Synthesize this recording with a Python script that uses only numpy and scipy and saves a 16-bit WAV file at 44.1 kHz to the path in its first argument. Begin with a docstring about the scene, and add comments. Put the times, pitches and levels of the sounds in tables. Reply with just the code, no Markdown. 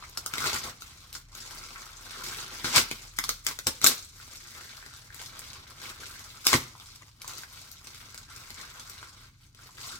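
"""Tearing a foil balloon

A limp foil balloon is crumpled, stretched and torn by hand in a kitchen, about a metre from a phone.
Creases buckle in a dense crackle; taut film snaps, rips in fast runs and flaps the air as it slackens.
Near surfaces and the small room answer each crack, over a faint appliance hum."""
import sys
import numpy as np
from scipy import signal
from scipy.fft import rfft, irfft, next_fast_len
from scipy.io import wavfile
from scipy.ndimage import uniform_filter1d

SR = 44100
rng = np.random.default_rng(int(sys.argv[2]) if len(sys.argv) > 2 else 0)


def output_pcm(signal):
    """Save a mono or channel-first signal as 16-bit PCM at the path in sys.argv[1].

    Samples are clipped to [-1, 1] before scaling.
    """
    pcm = np.clip(np.atleast_2d(signal).T, -1, 1) * 32767
    wavfile.write(sys.argv[1], SR, np.round(pcm).astype(np.int16))


N = 440559
TIME_S = np.arange(N) / SR

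# House rumble and hiss. Each row: frequency in Hz, relative density in dB.
RUMBLE_SPECTRUM = [(20, -15), (36, 10), (50, -2.5), (72, 6), (110, 0), (150, -2), (200, -10.5), (300, -14),
                   (550, -40.5), (2000, -51), (16000, -57)]
# Appliance hum. Each row: frequency in Hz, rms level before drift and swell in dB.
HUM_TONES = [(37, -68.5), (73, -73), (98, -66), (122.5, -67)]
# Swell of the deepest hum tone. Each row: time in seconds, gain in dB.
HUM_SWELL = [(0, 6), (.8, -3), (1.4, 11.5), (3.4, 12.5), (4.0, -4), (6.5, -5.5), (8.6, 2.5), (9.99, -11.5)]
# Squeezes and pulls. Each row: start and end of the hold in seconds, build-up in seconds,
# relative crackle level in dB, brightness in dB.
GRIPS = [(0, 0.323, .02, -51.5, -1), (0.457, 0.481, 0.057, -28.5, -2), (0.532, .55, .015, -29, 1),
         (0.634, 0.674, 0.043, -36.5, -2.5), (0.805, 1.11, 0.055, -51.5, 1.5),
         (1.145, 1.154, 0.015, -42, 2.5), (1.363, 1.466, 0.036, -44, -0.5), (1.516, 1.897, 0.04, -43, -1),
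         (2.275, 2.434, 0.2, -37.5, -1), (2.552, 2.662, 0.11, -41, -3), (2.89, 3.07, 0.029, -45, 1),
         (3.176, 3.333, 0.06, -48.5, 5.5), (3.45, 3.526, 0.016, -46.5, 7), (3.65, 3.82, 0.033, -53.5, 6),
         (4.208, 4.47, 0.07, -49, 3), (4.559, 5.062, 0.18, -46.5, 0.5), (5.196, 5.247, 0.08, -44.5, 0.5),
         (5.364, 5.597, 0.15, -45, -1.5), (5.683, 5.71, 0.059, -49, -3), (5.831, 5.9, 0.053, -41.5, -1),
         (6.01, 6.413, 0.12, -44.5, 1), (6.453, 6.531, 0.011, -34.5, 6), (6.804, 6.97, 0.082, -51.5, 3),
         (7.065, 7.08, 0.022, -54, -0.5), (7.276, 7.421, 0.045, -44, 0.5), (7.55, 7.724, .12, -49, 2),
         (7.864, 8.227, 0.13, -47.5, 0.5), (8.306, 8.533, 0.025, -48, 1), (8.583, 8.64, .03, -45, -1.5),
         (8.794, 9.072, 0.26, -48, 0.5), (9.122, 9.27, 0.15, -54.5, -2), (9.401, 9.46, 0.011, -62, 1),
         (9.595, 9.665, 0.03, -51.5, -1.5), (9.826, 9.952, 0.054, -42.5, 1.5)]
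# Buckling panels. Each row: time in seconds, typical pitch in Hz, offset from the grip level in dB.
PANELS = [(0, 1190, -2), (.6, 1200, -7.5), (1.2, 1300, -8.5), (2.3, 1400, -5.5), (3.6, 1400, -14),
          (4.7, 1700, -5), (5.5, 1420, -10), (6.2, 1420, -4.5), (7.0, 1114, -9.5), (7.7, 1260, -13.5),
          (8.3, 1565, -3.5), (9.1, 1400, -5), (9.7, 1200, -14), (9.99, 1330, 1)]
# Folds snapping through. Each row: time in seconds, relative level in dB, panel pitch in Hz,
# brightness in dB.
SNAPS = [(0.0253, -36.5, 1170, -24), (0.096, -42.5, 990, 14), (0.1738, -21.5, 1370, 6),
         (0.2617, -21.5, 1285, 8.5), (0.3373, -21.5, 1360, -2), (0.3553, -28.5, 1380, 1),
         (0.3813, -22.5, 2080, -4), (0.4044, -27, 1400, 1), (0.4213, -26, 1380, -25),
         (0.4414, -21.5, 1410, -21), (0.821, -33.5, 1350, -1), (1.128, -34, 2400, 14),
         (1.1524, -33.5, 1370, 5), (1.3514, -35, 1340, 6), (1.5089, -35.5, 1530, 3),
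         (2.6453, -21.5, 1460, -9), (2.76, -12, 1560, 5), (2.7801, -11.5, 1530, 3), (2.913, -22, 2440, -2),
         (3.1876, -16, 1990, 1.5), (3.2395, -21.5, 1200, 4), (3.2916, -15.5, 1250, 7.5),
         (3.4665, -15.5, 2040, 5), (3.4866, -25.5, 2090, 12), (3.5115, -30, 1070, -4),
         (3.589, -26, 1500, 4), (3.669, -13, 1380, 21), (3.8156, -25, 1400, 7), (3.843, -5.5, 1244, 7),
         (3.864, -7, 1620, 7.5), (3.8697, -6, 1590, 19), (4.2003, -41.5, 1450, -14), (4.767, -43, 960, 10),
         (4.8267, -40, 1740, -11), (4.8631, -37, 1860, -5), (4.9376, -39.5, 1420, 2),
         (5.1043, -40, 1700, -29), (5.1446, -35.5, 1880, 8), (5.2154, -34, 960, 4), (5.392, -32, 2440, 17),
         (5.817, -36, 1500, 3), (6.0335, -35.5, 1410, -10), (6.4677, -7.5, 1080, 9.5),
         (6.5307, -9.5, 1100, -5), (6.5394, -11.5, 1900, -2.5), (6.7525, -42.5, 1010, -19),
         (6.7995, -40, 1253, 0), (7.2175, -33, 2350, 9), (7.245, -36, 1040, -8), (7.3817, -34.5, 1300, 10),
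         (7.278, -29, 2260, 18), (7.4347, -34, 1570, -8), (7.7155, -36.5, 1460, 20),
         (7.871, -35.5, 2600, 7), (7.946, -40, 1250, 5), (8.1447, -36, 2240, 2), (8.177, -34, 1350, 11),
         (8.3628, -39, 1970, 10), (8.5044, -34, 2040, 3), (8.8972, -34, 1310, 18), (9.0286, -35, 1460, -9),
         (9.5476, -47.5, 2480, 3), (9.591, -46, 1420, -13), (9.6916, -45.5, 1010, -15),
         (9.7818, -40.5, 1640, -15)]
# Slack film swinging. Each row: centre in seconds, pitch in Hz, envelope peak in dB,
# half length in seconds.
FLAPS = [(0.543, 94, -39, .012), (2.646, 130, -33.5, 0.0035), (2.647, 297, -36, 0.0035),
         (2.773, 118, -29.5, 0.008), (3.669, 100, -31, 0.0038), (3.846, 108, -33, 0.0074),
         (3.864, 240, -32, .004), (6.538, 326, -25, 0.0023), (6.539, 65, -28, 0.008),
         (6.550, 316, -24.5, 0.0064), (6.552, 129, -21, 0.0075), (6.590, 141, -49, 0.0066),
         (6.637, 126.6, -43, 0.019)]
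# Runs of a tear. Each row: start and end in seconds, relative level at start and end in dB,
# brightness in dB, bass gain in dB.
RIPS = [(2.643, 2.756, -27, -37.5, -3, -6.5), (2.725, 2.756, -30, -17.5, -4, -12),
        (2.761, 2.772, -5, -22, -0.5, -10.5), (2.775, 2.831, -16.5, -37.5, 3, -10),
        (3.282, 3.33, -37, -47, 4, 0), (3.471, 3.505, -39, -41.5, -9, -3),
        (3.669, 3.681, -18, -38.5, -9.5, -2.5), (3.825, 3.855, -31.5, -25.5, 1, -3),
        (3.873, 3.925, -30, -32, -2.5, -1.5), (6.473, 6.52, -29, -27, -1.5, -11),
        (6.521, 6.555, -25, -22.5, -1.5, 0.5)]
# What every crack sounds like: the film's radiation together with the low resonances of the room # between 200
# and 400 Hz. Each row: frequency in Hz, relative density in dB.
CRACK_SPECTRUM = [(20, -21), (50, -4.5), (150, -0.5), (215, 1.5), (300, -0.5), (400, 0.5), (580, -6),
                  (800, -6), (1100, -1.5), (1500, 0), (1800, -5), (2150, 1), (2800, -3.5), (4000, 1.5),
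                  (5600, 0), (7700, -3.5), (10000, -10), (13500, -11), (16000, -15)]
# Spots on the balloon. Each row: lead of the left microphone in seconds, left minus right in dB.
SPOTS = [(0.000098, 3.5), (0.00015, 7.5), (0.000024, 1)]

OCTAVES_HZ = 110 * 2. ** np.arange(8)
EASE_DB_PER_S, RELEASE_S, REST_DB = 14, 0.029, -67
SETTLE_DB, SETTLE_S, SETTLE_BRIGHT_DB = -30.5, 0.068, 9
LEAD_IN_SAMPLES = 256
LEFT_RIGHT = np.array([[1], [-1]])


def undb(db):
    """Decibels to gain."""
    return 10 ** (np.asarray(db) / 20)


def unit(x):
    """Scale to rms 1."""
    return x / np.sqrt(np.mean(x ** 2))


def bin_gains(points, size):
    """Gain of a (Hz, dB) spectrum on FFT bins."""
    hz, db = np.transpose(points)
    return undb(np.interp(np.log(np.fft.rfftfreq(size, 1 / SR) + 1), np.log(hz), db))


def response(points, size=1024):
    """Minimum-phase impulse response of a (Hz, dB) spectrum; energy 1."""
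    cepstrum = irfft(np.log(bin_gains(points, size)))
    cepstrum[1:size // 2] *= 2
    cepstrum[size // 2 + 1:] = 0
    return unit(irfft(np.exp(rfft(cepstrum)))) / np.sqrt(size)


def add(track, at_s, sound):
    """Mix a sound into a track."""
    start = max(int(at_s * SR), 0)
    part = sound[:max(N - start, 0)]
    track[start:start + len(part)] += part


def drift(rate_hz):
    """Smooth random drift, spread near 1."""
    hold = int(SR / rate_hz)
    steps = np.repeat(rng.standard_normal(N // hold + 1), hold)
    return 1.275 * uniform_filter1d(uniform_filter1d(steps, hold), hold)[:N]


def tilt(hz):
    """Gain in dB per dB of brightness: lows and mids down, treble up."""
    return np.interp(np.log(hz), np.log([1800, 6000, 13000]), [-.5, .45, .7])


def hum_and_rumble():
    """An appliance hums unsteadily over the low rumble of the house."""
    colour = bin_gains(RUMBLE_SPECTRUM, N)
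    mid, side = (unit(irfft(rfft(rng.standard_normal(N)) * colour, N)) for _ in range(2))
    out = undb(-59 + drift(2.6)) * (mid + undb(-16.5) * side * LEFT_RIGHT)
    swell_db = np.interp(TIME_S, *np.transpose(HUM_SWELL))
    for k, (hz, db) in enumerate(HUM_TONES):
        phase = 2 * np.pi * np.cumsum(hz + 1.42 * drift(4)) / SR
        out += np.sqrt(2) * undb(db + 1.6 * drift(3.9) + swell_db * (k == 0)) * np.sin(phase)
    return out


def handling():
    """Crackle level and brightness in dB: grips build, ease and let go; film settles after snaps."""
    power, weighted_bright = np.full(N, undb(REST_DB) ** 2), np.zeros(N)
    for start_s, end_s, build_s, db, bright_db in GRIPS:
        t = np.arange(max(start_s - 1, 0), end_s + .5, 1 / SR)
        force = np.exp(np.minimum(t - start_s, 0) / build_s - np.maximum(t - end_s, 0) / RELEASE_S)
        grip = (force * undb(db - EASE_DB_PER_S * np.maximum(t - start_s, 0))) ** 2
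        add(power, t[0], grip)
        add(weighted_bright, t[0], grip * bright_db)
    fade = np.exp(-np.arange(SR // 2) / SR / SETTLE_S)
    for at_s, db, _, _ in SNAPS:
        settle = (undb(db + SETTLE_DB) * fade) ** 2
        add(power, at_s, settle)
        add(weighted_bright, at_s, settle * SETTLE_BRIGHT_DB)
    return 10 * np.log10(power), weighted_bright / power


def crackle(level, bright_db, low_db, top_db, rate_hz, spread_db, colour_db, ring_s, even_s):
    """Creases pop at random and shiver, each with its own size and colour; one track a spot."""
    count = int(rate_hz * N / SR)
    onset, spot = rng.integers(0, N, count), rng.integers(0, len(SPOTS), count)
    strength = undb(spread_db * rng.standard_normal(count))
    # The hands feed energy steadily: a big pop leaves less for its neighbours.
    local_power = uniform_filter1d(np.bincount(onset, strength ** 2, N), int(even_s * SR))
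    strength *= level[onset] / np.sqrt(local_power[onset] + 1e-9)
    pole = np.exp(-2 / (ring_s * SR))
    size = next_fast_len(N)
    octave = np.log2(np.clip(np.fft.rfftfreq(size, 1 / SR), OCTAVES_HZ[0], OCTAVES_HZ[-1]))
    spectra = np.zeros((len(SPOTS), len(octave)), complex)
    for hz in OCTAVES_HZ:
        edge_db = low_db[onset] * (hz < OCTAVES_HZ[3]) + top_db[onset] * (hz == OCTAVES_HZ[-1])
        colour = unit(undb(colour_db * rng.standard_normal(count)))
        colour *= undb(bright_db[onset] * tilt(hz) + edge_db)
        band = np.sqrt(np.clip(1 - abs(octave - np.log2(hz)), 0, 1))
        for k in range(len(SPOTS)):
            energy = np.bincount(onset, (strength * colour) ** 2 * (spot == k), N)
            envelope = np.sqrt(signal.lfilter([1 - pole], [1, -pole], energy + 1e-18))
            spectra[k] += band * rfft(envelope * rng.standard_normal(N), size)
    return irfft(spectra, size)[:, :N]


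def panel_pop(hz, ring_s, size=1024):
    """A panel flips and rings for a few cycles; energy 1."""
    t = np.arange(size) / SR
    return unit(np.sin(2 * np.pi * hz * t) * t * np.exp(-t / ring_s)) / np.sqrt(size)


def buckling(work_db, rate_hz, gain_db, spread_db, pitch_scatter, ring_s):
    """Wider panels between the creases flip with hollow pops, each at its own pitch."""
    tracks = np.zeros((len(SPOTS), N))
    panel_s, panel_hz, panel_db = np.transpose(PANELS)
    count = int(rate_hz * N / SR)
    times_s = rng.uniform(0, TIME_S[-1], count)
    for k, at_s in enumerate(times_s):
        force, detune = rng.standard_normal(2)
        typical_db = work_db[int(at_s * SR)] + np.interp(at_s, panel_s, panel_db) + gain_db
        gain = undb(typical_db + spread_db * np.tanh(force)) * np.sqrt(SR / 1000)
        hz = np.interp(at_s, panel_s, panel_hz) * np.exp(pitch_scatter * detune)
        add(tracks[k % len(SPOTS)], at_s, gain * panel_pop(hz, ring_s))
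    return tracks


def crumpling():
    """Squeezing buckles many small creases; harder work moves larger panels, which add body."""
    work_db, bright_db = handling()
    work_db += 0.61 * drift(16)  # the film gives way unevenly
    low_db = np.minimum(-5.0 + 0.092 * (work_db + 45.5), -1.2) - 0.38 * bright_db
    top_db = 0.16 * np.maximum(work_db + 49.5, 0)  # hard creases are sharper
    creases = crackle(undb(work_db + 1.0), bright_db, low_db, top_db,
                      rate_hz=480, spread_db=3.0, colour_db=5.0, ring_s=0.0018, even_s=0.05)
    panels = buckling(work_db - .5 * bright_db,
                      rate_hz=130, gain_db=2, spread_db=6.5, pitch_scatter=0.17, ring_s=0.00089)
    return creases + panels


def snapping(length_s, rise_s, gain_db, low_db, sparkle_db, panel_db, panel_ring_s, size=1024):
    """A taut fold cracks and its panel pops; in dull snaps the pop leads."""
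    tracks, t = np.zeros((len(SPOTS), N)), np.arange(size) / SR
    hz = np.fft.rfftfreq(size, 1 / SR) + 1
    film = response(CRACK_SPECTRUM)
    envelope = np.exp(-(t / length_s) ** 4) * (1 - np.exp(-t / rise_s)) ** 2
    for k, (at_s, db, pitch_hz, bright_db) in enumerate(SNAPS):
        burst = rng.standard_normal(size) * envelope
        bass_db = (low_db + 0.13 * bright_db) / (1 + (hz / 700) ** 4)
        loss_db = 0.24 * max(db + 13.5, 0)  # big folds are duller
        top_db = (sparkle_db - loss_db) / (1 + (9000 / hz) ** 8)
        colour = response(np.c_[hz, 0.97 * bright_db * tilt(hz) + bass_db + top_db])
        crack = unit(np.convolve(burst, colour)[:size]) / np.sqrt(size)
        snap = crack + undb(panel_db - bright_db) * panel_pop(pitch_hz, panel_ring_s)
        rms_3ms = np.sqrt(np.sum(np.convolve(snap, film) ** 2) / (.003 * SR))
        add(tracks[k % len(SPOTS)], at_s - rise_s, snap * undb(db + gain_db) / rms_3ms)
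    return tracks


def flapping():
    """The freed sheet swings briefly, slowing as it slackens."""
    track = np.zeros(N)
    for centre_s, hz, db, half_s in FLAPS:
        t = np.arange(-3 * half_s, 3 * half_s, 1 / SR)
        swing = np.sin(2 * np.pi * hz * t * np.exp(-.06 * t / half_s))
        add(track, centre_s + t[0], undb(db) * swing * np.exp(-(t / half_s) ** 2))
    return track


def tearing():
    """A running tear breaks the film in tiny steps, too fast to hear apart."""
    level, bright_db, low_db = np.zeros((3, N))
    for start_s, end_s, first_db, last_db, run_bright_db, run_low_db in RIPS:
        run = (TIME_S >= start_s) & (TIME_S < end_s)
        level[run] = undb(np.linspace(first_db, last_db, run.sum()))
        bright_db[run], low_db[run] = run_bright_db, run_low_db
    return crackle(level, bright_db, low_db, top_db=np.full(N, -1.5),
                   rate_hz=4000, spread_db=5, colour_db=2.0, ring_s=0.00092, even_s=0.01)


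def kitchen(lead_s, pan_db, sheet_db, sheet_s, near_db, near_s, tail_db, t60_s, treble_t60_s):
    """Stereo direct and echo responses: the foil shivers, body and cupboards reflect, the room rings."""
    size = SR // 2
    t, hz = np.arange(size) / SR, np.fft.rfftfreq(size, 1 / SR)
    noise = rng.standard_normal((2, size))
    dull = signal.sosfilt(signal.butter(2, 6000, fs=SR, output="sos"), noise)
    bright = signal.sosfilt(signal.butter(2, 6000, "high", fs=SR, output="sos"), noise)
    tail = (dull * 1000 ** (-t / t60_s) + bright * 1000 ** (-t / treble_t60_s)) * (t > .01)
    near = rng.standard_normal((2, size)) * np.exp(-t / near_s) * (t > .0025)
    sheet = rng.standard_normal((2, size)) * np.exp(-t / sheet_s)
    decay = undb(sheet_db) * unit(sheet) + undb(near_db) * unit(near) + undb(tail_db) * unit(tail)
    mid, side = rfft(decay) / np.sqrt(2 * size)
    coherence = np.sinc(hz / 1300)  # long waves reach both microphones alike
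    echoes = mid * np.sqrt(1 + coherence) + LEFT_RIGHT * side * np.sqrt(1 - coherence)
    direct = undb(LEFT_RIGHT * pan_db / 2) * np.exp(2j * np.pi * hz * LEFT_RIGHT * lead_s / 2)
    # Echoes ripple the spectrum finely but leave its broad colour alone.
    colour = np.sqrt(uniform_filter1d(np.mean(abs(direct + echoes) ** 2, axis=0), size=80))
    return [np.roll(irfft(part / colour), LEAD_IN_SAMPLES, axis=1) for part in (direct, echoes)]


def scene():
    """Cracks take a common colour, the film's and the room's low resonances, and reach two microphones from
    three spots on the balloon."""
    snaps = snapping(length_s=0.0027, rise_s=.0006, gain_db=-1.0, low_db=-3, sparkle_db=1.5,
                     panel_db=-10.0, panel_ring_s=0.00093)
    rustle = crumpling() + tearing()
    film = response(CRACK_SPECTRUM)[None]
    rustle, snaps = (signal.oaconvolve(x, film, axes=1)[:, :N] for x in (rustle, snaps))
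    flaps = flapping()
    out = hum_and_rumble() + flaps
    for k, (lead_s, pan_db) in enumerate(SPOTS):
        direct, echoes = kitchen(lead_s, pan_db, sheet_db=-7.5, sheet_s=.0008, near_db=3, near_s=0.016,
                                 tail_db=-10.5, t60_s=0.44, treble_t60_s=0.28)
        straight = rustle[k] + undb(2.1) * snaps[k]  # taut film beams its snaps at the phone
        scattered = rustle[k] + undb(-1.6) * snaps[k] + undb(-10) * flaps
        heard = signal.oaconvolve(straight[None], direct, axes=1)
        heard += signal.oaconvolve(scattered[None], echoes, axes=1)
        out += heard[:, LEAD_IN_SAMPLES:LEAD_IN_SAMPLES + N]
    return out


def record(dry):
    """The phone cuts the deepest bass, clips the highest peaks and cuts the top."""
    low_cut = signal.butter(2, 25, "high", fs=SR, output="sos")
    top_cut = signal.ellip(8, .2, 70, 16100, fs=SR, output="sos")
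    clipped = np.clip(signal.sosfilt(low_cut, dry), -.85, .85)
    return signal.sosfilt(top_cut, clipped)


dry = scene()
out = record(dry)
output_pcm(out)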